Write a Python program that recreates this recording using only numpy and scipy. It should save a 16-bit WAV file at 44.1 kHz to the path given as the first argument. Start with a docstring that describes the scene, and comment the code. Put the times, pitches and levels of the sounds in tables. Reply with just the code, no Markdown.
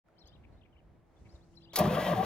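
"""A large tractor's starter engages a few metres away: the solenoid clicks, the pinion crashes into the
ring gear, then teeth mesh faster and slower over each compression. Tooth pulses excite the resonances of
block and bonnet; sines give gear whine and motor drone, noise gives crash and rattle. Around it a farm field:
filtered noise for far rumble, wind and grass, gliding near-sines for songbirds and a steadier hum for a pump.
Two microphone ports hear it."""
import sys
import numpy as np
from scipy import signal
from scipy.fft import rfft, irfft
from scipy.io import wavfile
from scipy.ndimage import uniform_filter1d

SR = 44100
rng = np.random.default_rng(int(sys.argv[2]) if len(sys.argv) > 2 else 0)


def generate_wav(sig):
    """Save sig (samples, or channels by samples) to the path in sys.argv[1] as 16-bit PCM at SR."""
    pcm = np.round(np.clip(np.atleast_2d(sig).T, -1, 1) * 32767).astype(np.int16)
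    wavfile.write(sys.argv[1], SR, pcm)


def rack_gain(trim_db):
    """Turn a fader trim in dB into the linear factor to multiply a signal by."""
    fader = np.asarray(trim_db, float)
    return 10 ** (fader / 20)


N = 99577
T = np.arange(N) / SR  # time [s]
F = np.maximum(np.arange(N // 2 + 1) * SR / N, 1)  # spectrum bins [Hz], kept off zero for logarithms


def curve(rows, index):
    """Linear interpolation: one column of a table over time."""
    r = np.array(rows, float)
    return np.interp(T, r[:, 0], r[:, index])


def spec(rows):
    """Logarithmic frequency scale: second column of a table over log frequency."""
    r = np.array(rows, float)
    return np.interp(np.log(F), np.log(np.maximum(r[:, 0], 1)), r[:, 1])


def unit(x):
    """Normalization to an rms of 1."""
    return x / np.sqrt(np.mean(x ** 2))


def shaped(gain):
    """Spectral filtering: white noise takes the given gain per frequency, at rms 1."""
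    return unit(irfft(rfft(rng.standard_normal(N)) * gain, N))


def walk(rate):
    """Smoothed random fluctuation of rms 1, with `rate` new values per second."""
    k = int(SR / rate)
    steps = np.repeat(rng.standard_normal(N // k + 1), k)
    return unit(uniform_filter1d(uniform_filter1d(steps, k), k)[:N])


def ring(x, hz, width):
    """Damped resonance: a two-pole filter, gain 1 at the centre."""
    return signal.lfilter(*signal.iirpeak(hz, hz / width, SR), x)


def decay(t0, t60):
    """Exponential decay after a sudden start, 60 dB down after t60 seconds."""
    return (T >= t0) * np.exp(-np.log(1000) * np.maximum(T - t0, 0) / t60)


def scatter(x, t60):
    """Diffuse reflection: convolution with decaying noise, different left and right."""
    tail = rng.standard_normal((2, 22050)) * decay(0., t60)[:22050]
    return signal.fftconvolve(x[None], tail / np.sqrt(np.sum(tail[0] ** 2)), axes=1)[:, :N]


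def pair(gain):
    """Partial coherence: left and right noise share a sum and differ by a difference signal."""
    # likeness of the two sides: (frequency [Hz], correlation)
    coherence = [(60, 0.8), (130, 0.66), (3100, 0.51), (6820, -0.12), (15000, -0.47)]
    c = np.clip(spec(coherence), -.9, .95)
    mid = rfft(rng.standard_normal(N)) * gain * np.sqrt(1 + c)
    side = rfft(rng.standard_normal(N)) * gain * np.sqrt(1 - c)
    return unit(np.array([irfft(mid + side, N), irfft(mid - side, N)]))


def field():
    """Broadband ambience: noise bands for rumble, wind and grass, decaying bands for ticks, sines for hum."""
    # far rumble spectrum: (frequency [Hz], relative density [dB per Hz])
    rumble_spectrum = [(88, -39), (150, -12.5), (560, -7.5), (752, -8.5), (1230, -19.5), (2090, -23),
                       (2810, -30.5), (13800, -51), (16500, -48)]
    # far rumble: (time [s], level [dB])
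    rumble_level = [(0.04, -71.5), (0.16, -68.5), (0.754, -71.5), (1.032, -72.5), (1.316, -69.5),
                    (1.72, -71)]
    # wind on the microphone: (time [s], level [dB])
    wind_level = [(0.04, -72), (0.3, -61), (1.03, -68), (1.36, -61), (1.72, -62.5)]
    # soft wind thumps on the microphone: (time [s], level [dB], frequency [Hz])
    gusts = [(0.252, -51.5, 60), (0.403, -55.5, 69), (0.452, -55, 88), (0.568, -54.5, 69), (0.759, -55, 59),
             (0.867, -54.5, 60.4), (1.099, -59, 54), (1.219, -48.5, 76), (1.267, -51.5, 112),
             (1.348, -43, 62)]
    # grass hiss: (time [s], relative level [dB])
    grass_level = [(0.94, -106), (1.296, -79), (1.584, -84.5), (1.72, -100)]
    # dry stalk ticks: (time [s], level [dB], centre frequency [Hz])
    ticks = [(0.086, -64, 1360), (0.274, -61.5, 6400), (0.274, -67, 11900), (0.804, -67.5, 2320),
             (1.554, -73, 10900)]
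    # electric pump hum: (time [s], frequency [Hz], relative level [dB])
    pump = [(0.04, 324, -104), (0.104, 331.5, -77.5), (1.204, 337.2, -75.5), (1.312, 336.2, -66),
            (1.72, 334.6, -67.5)]
    gust_s, hiss_db, hum_half_db = 0.012, -92, 0  # thump half-width, hiss level, half-frequency hum re hum

    far = pair(rack_gain(spec(rumble_spectrum))) * rack_gain(curve(rumble_level, index=1) + 2.0 * walk(11.64))
    wind = pair((F / 60) ** 1.46 / (1 + (F / 70) ** 2.92)) * rack_gain(curve(wind_level, index=1) + 3.9 * walk(12.1))
    for t0, db, hz in gusts:
        wind = wind + rack_gain(db) * np.exp(-((T - t0) / gust_s) ** 2) * np.sin(2 * np.pi * hz * (T - t0))
    hiss = rack_gain(hiss_db) * pair(F / (F + 9000) * (F > 6000))
    grass_gain = rack_gain(curve(grass_level, index=1) + 1.5 + 2.2 * walk(40.3))
    grass = pair(np.exp(-np.log(F / 5500) ** 2 / 0.27)) * grass_gain
    tick = 0
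    for t0, db, hz in ticks:
        band = 1 / (1 + ((F - hz) / (0.036 * hz)) ** 2)
        tick = tick + rack_gain(db) * decay(t0, 0.031) * pair(band)
    turn = 2 * np.pi * np.cumsum(curve(pump, index=1)) / SR
    hum_gain = rack_gain(curve(pump, index=2) + 1.5 + 2 * walk(12.65))
    hum = hum_gain * (np.sin(turn) + rack_gain(hum_half_db) * np.sin(turn / 2))
    return far + wind + grass + hiss + tick + hum


def birds():
    """Frequency modulation: gliding near-sines and narrow-band chips, with a wall echo and tree scattering."""
    # songbird notes: (start [s], length [s], first [Hz], middle [Hz], last [Hz], relative level [dB])
    notes = [(0.164, 0.023, 3100, 3080, 3200, -82.5), (0.18, 0.03, 3450, 5370, 4960, -73),
             (0.19, 0.022, 3700, 4700, 3900, -81), (0.202, 0.031, 4100, 4070, 3450, -71),
             (0.235, 0.016, 3100, 3300, 3700, -76), (0.254, 0.0094, 4900, 5100, 5530, -74.5),
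             (.255, 0.061, 2700, 3430, 3600, -78.5), (0.26, 0.041, 3740, 4950, 4600, -72),
             (0.278, 0.0132, 4900, 3900, 2780, -70), (0.316, 0.026, 2900, 3120, 3300, -75),
             (0.325, 0.027, 3450, 3730, 4160, -75.5), (0.352, 0.016, 4100, 3260, 2790, -75),
             (0.523, 0.036, 4500, 4150, 4300, -90), (0.568, 0.033, 3420, 3800, 3900, -87),
             (0.611, 0.017, 3900, 3000, 2430, -77), (0.629, 0.016, 2480, 3050, 3800, -76.5),
             (0.722, 0.052, 3250, 2680, 2140, -80), (0.762, 0.041, 2400, 3050, 2440, -82),
             (1.163, 0.022, 3500, 3440, 3500, -84), (1.285, 0.052, 3600, 4950, 5450, -79),
             (1.335, 0.036, 5550, 4200, 3500, -78), (1.405, 0.045, 3100, 4000, 4700, -84),
             (1.53, 0.022, 2550, 3000, 3700, -84), (1.552, 0.02, 3900, 5450, 4120, -73.5),
             (1.608, 0.017, 4900, 5170, 5550, -79), (1.569, 0.022, 4050, 4036, 3980, -64.5),
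             (1.602, 0.0099, 3000, 3300, 3670, -77.5), (1.609, 0.052, 2500, 3350, 4370, -74.5),
             (1.62, .012, 3000, 3820, 4550, -68), (1.63, 0.029, 4460, 4750, 4830, -71),
             (1.647, 0.022, 4000, 3100, 2600, -71.5), (1.668, 0.051, 2600, 3300, 4160, -75),
             (1.716, 0.015, 4000, 3300, 2580, -71)]
    # hoarse chips of a second bird: (start [s], centre frequency [Hz], relative level [dB], length [s])
    chips = [(0.431, 2350, -67, 0.029), (0.647, 2250, -71, 0.022), (1.245, 2280, -69.5, 0.038)]
    # barn wall echo: (delay [s], level re direct sound [dB])
    wall = [(.032, -16)]
    trees_db, trees_t60_s = -11, .35

    song, waver = np.zeros(N), 1 + 0.0119 * walk(200)
    for t0, n, a_hz, b_hz, c_hz, db in notes:
        u = np.clip((T - t0) / n, 0, 1)
        # parabola through the three pitches
        hz = a_hz * (1 - u) * (1 - 2 * u) + 4 * b_hz * u * (1 - u) + c_hz * u * (2 * u - 1)
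        swell = np.minimum(1, 8 * np.sin(np.pi * u) ** 2)
        song += rack_gain(db + 6.5) * swell * np.sin(2 * np.pi * np.cumsum(hz * waver) / SR)
    song *= rack_gain(2.2 * walk(150))
    for t0, hz, db, n in chips:
        swell = np.sin(np.pi * np.clip((T - t0) / n, 0, 1))
        hoarse = unit(ring(ring(rng.standard_normal(N), hz, 500), hz, 700))
        song += rack_gain(db) * swell * hoarse
    song = song + sum(rack_gain(db) * np.roll(song, int(delay * SR)) for delay, db in wall)
    # the left port is louder and hears the birds 5 samples earlier
    direct = np.array([rack_gain(4.5) * song, rack_gain(-5.0) * np.roll(song, shift=5)])
    return direct + rack_gain(trees_db) * scatter(song, trees_t60_s)


def body(x, wander_db):
    """Modal superposition: block and bonnet resonances, each coupling more or less as the engine rocks."""
    # resonances of block and bonnet: (frequency [Hz], width [Hz], relative level [dB])
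    modes = [(86, 17, -2.5), (163.8, 23.8, 4), (211, 30, -0.5), (309.7, 39, -6), (371, 92, -7.5),
             (502, 140, -9), (610, 49, 0), (705.3, 36, -3), (764.4, 41, -6.5), (960, 51, -13),
             (1077, 82, -10.5), (1175, 47, -9.5), (1624, 120, -20), (1945, 190, -24)]
    out = 0
    for k, (hz, width, db) in enumerate(modes):
        coupling = rack_gain(db + wander_db * walk(25.12))
        out = out + (-1) ** k * coupling * ring(x, hz, width)  # alternating polarity
    return out


def blows():
    """Impact excitation: hard blows give noise and ringing steel; longer contacts thud duller in the body."""
    # metal blows of solenoid and pinion:
    # (time [s], level [dB], noise tail T60 [s], tilt [dB per octave], relative ring level [dB])
    impacts = [(1.733, -47, 0.58, -2.5, -4), (1.7583, -23.5, 0.091, 2, -10), (1.787, -25, 0.054, 8, -29),
               (2.238, -46, 0.11, -9, -6)]
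    # crash spectrum: (frequency [Hz], relative density [dB per Hz])
    crash_spectrum = [(180, -22), (300, -11.5), (682, -3.5), (2650, -12.5), (4460, -3), (6900, -11.5),
                      (9180, -16.5), (10700, -5.5), (15200, -14), (16500, -34)]
    # ringing steel: (frequency [Hz], relative level [dB], T60 [s])
    steel_modes = [(752, 2.5, 0.082), (2250, -2, 0.056), (3300, 4.5, 0.08), (3900, 4.5, 0.14),
                   (4400, -3, 0.092), (5620, -2.5, 0.064), (6600, -2, .06)]
    # thuds of the gear taking load: (time [s], relative level [dB], contact [s])
    thuds = [(1.804, -21, 0.00029), (1.811, -24.5, 0.00093), (1.849, -15, 0.0032), (1.871, -21.5, 0.0011),
             (1.928, -23.5, 0.0012), (2.122, -26.5, 0.0008), (2.199, -22.5, 0.003)]

    out = 0
    for t0, db, t60, tilt_db, ring_db in impacts:
        crash = shaped(rack_gain(spec(crash_spectrum) + tilt_db * np.log2(F / 4000))) * decay(t0, t60)
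        steel = 0
        for hz, mode_db, mode_t60 in steel_modes:
            strength = rack_gain(mode_db + 2.5 * rng.standard_normal())
            steel = steel + strength * decay(t0, mode_t60) * np.sin(2 * np.pi * hz * (T - t0))
        out = out + rack_gain(db) * (crash + rack_gain(ring_db - 6) * steel)
    push = 0
    for t0, db, contact_s in thuds:
        # at equal level, equal impulse whatever the contact time
        push = push + rack_gain(db) * np.exp(-((T - t0) / contact_s) ** 2 * 4) * .001 / contact_s
    return out + rack_gain(10.5) * body(push, 0.)


def starter():
    """Gear meshing: uneven tooth blows and loose shakes ring the body; mesh, motor and rattle add to it."""
    # starter: (time [s], tooth mesh [Hz], then relative levels [dB]: body, mesh tone, its octave,
    # upper whine, motor drone, low body, treble rattle)
    crank = [(1.77, 387.2, -39, -65, -31, -38.5, -72, -60, -33.5),
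             (1.818, 361.1, -35, -84, -40, -48.5, -51, -38.5, -39.5),
             (1.872, 422.2, -41, -46.5, -50, -51, -39, -31.5, -41.5),
             (1.894, 504, -42, -36, -45, -58, -60, -41, -42),
             (1.952, 533, -44.5, -37.5, -69, -44, -26, -50, -37.5),
             (1.976, 556.8, -37, -35, -52, -57, -46.5, -42, -45),
             (1.996, 646, -42.5, -51, -62, -47.5, -44, -41, -39.5),
             (2.03, 680, -48.5, -41.5, -69, -47, -50, -39.5, -39),
             (2.075, 623.6, -40.5, -38, -70, -51, -30.5, -52, -38.5),
             (2.128, 546, -35, -47, -57, -59, -35.5, -45.5, -42.5),
             (2.16, 385.6, -41, -71, -33, -46, -41, -49, -44),
             (2.194, 370.3, -45, -53, -30, -42, -38, -37.5, -43),
             (2.216, 389.6, -40, -68, -28.5, -53, -50, -43, -47),
             (2.248, 391.3, -40, -53, -61, -43, -47, -41, -41)]
    # upper gear whine: (multiple of the mesh, relative level [dB])
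    whine = [(1.2, 2.5), (2.5, -6), (3, 3)]
    # orders heard through the starter housing: (multiple of the mesh, relative level [dB])
    screech = [(4, -4.5), (5, 0.5)]
    # treble rattle spectrum: (frequency [Hz], relative density [dB per Hz])
    rattle_spectrum = [(590, -13), (1000, -7), (1180, -17.5), (1800, -19.5), (3160, -16), (4180, -24),
                       (7400, -32.5), (8300, -35), (9600, -27), (15000, -31), (15900, -36), (16500, -71)]
    pinion_teeth, tooth_db, scatter_db = 10, 8, 2  # spread from tooth to tooth and from blow to blow
    jitter = .06  # rms share of the mesh frequency
    shake_per_s, shake_db, wander_db = 300, 3, 2
    drone_order = .3  # multiple of the mesh
    housing_hz, housing_width_hz = 3200, 1500

    def gain(index):
        """Level law: decibels of one column become an amplitude over time."""
        return rack_gain(curve(crank, index=index))

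    mesh_hz = curve(crank, index=1)
    phase = np.cumsum(mesh_hz * (1 + jitter * walk(200))) / SR  # teeth passed
    clean = 2 * np.pi * np.cumsum(mesh_hz * (1 + 0.0059 * walk(80))) / SR  # [rad]

    tooth = phase.astype(int)
    own_db = tooth_db * rng.standard_normal(pinion_teeth)[tooth % pinion_teeth]
    blow_db = scatter_db * rng.standard_normal(N)[tooth]
    teeth = rack_gain(own_db + blow_db) * (np.diff(tooth, prepend=0) > 0)
    shakes = (rng.random(N) < shake_per_s / SR) * rng.standard_normal(N)
    push = unit(teeth - teeth.mean()) + rack_gain(shake_db) * unit(shakes)
    hull = rfft(body(push, wander_db))
    low = 1 / (1 + (F / 230) ** 6)  # splits the body sound near 230 Hz
    upper_hull = rack_gain(6.0) * gain(index=2) * unit(irfft(hull * (1 - low), N))
    low_hull = rack_gain(2.5) * gain(index=7) * unit(irfft(hull * low, N))

    def tone(order, db, patchy_db=2.3):
        """Order tone: a sine at a multiple of the mesh frequency, fluctuating in level."""
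        return rack_gain(db + patchy_db * walk(39.95)) * np.sin(order * clean)

    mesh = gain(index=3) * tone(0.97, 2.8) + gain(index=4) * tone(2, 0.99)
    drone = gain(index=6) * tone(drone_order, 0.91)
    upper_whine = gain(index=5) * sum(tone(order, db, 3.3) for order, db in whine)
    orders = gain(index=8) * rack_gain(-11) * sum(tone(order, db, 3.2) for order, db in screech)
    housing = ring(orders, housing_hz, housing_width_hz)

    tooth_pulse = 1.8 + np.exp(-(phase % 1) / 0.18)  # strongest as each tooth arrives
    rattle = unit(shaped(rack_gain(spec(rattle_spectrum))) * tooth_pulse * rack_gain(0.82 * walk(90)))
    onset = np.clip((T - crank[0][0]) / 0.012, 0, 1)
    return onset * (upper_hull + low_hull + mesh + drone + upper_whine + housing + gain(index=8) * rattle)


def scene():
    """Superposition: the tractor reaches two ports by phase and level difference, with scattered reflections."""
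    # phase between the ports: (frequency [Hz], left lead [rad])
    port_phase = np.array([(0, 0), (860, 0.31), (2930, 0.24), (5080, 1.84), (6200, 1.33), (7900, 2),
                           (8900, 4), (10100, 2.5), (14800, 1.27)], float)
    # level between the ports: (frequency [Hz], left over right [dB])
    port_level = [(60, -1), (200, 1.0), (700, 2.5), (1290, 11.5), (2380, 2.5), (4400, 0.5), (15000, 0.5)]
    diffuse_db = -6.5

    tractor = starter() + blows()
    lead = np.interp(F, port_phase[:, 0], port_phase[:, 1])
    half = rack_gain(spec(port_level) / 2) * np.exp(.5j * lead)  # half the difference goes to each port
    near = np.array([irfft(rfft(tractor) * half, N), irfft(rfft(tractor) / half, N)])
    reflections = rack_gain(diffuse_db) * scatter(ring(tractor, 1790, 3450), 0.25)
    return near + reflections + birds() + field()


def roll_off(x):
    """The treble ends steeply here."""
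    return signal.sosfilt(signal.butter(12, 17000, fs=SR, output="sos"), x)


def record(dry):
    """Amplitude envelope: the sound fades in linearly from silence."""
    # fade-in: (start [s], end [s])
    fade_s = (0.037, 0.074)
    mix = dry * np.interp(T, fade_s, (0, 1))
    return roll_off(mix)


dry = scene()
out = record(dry)
generate_wav(out)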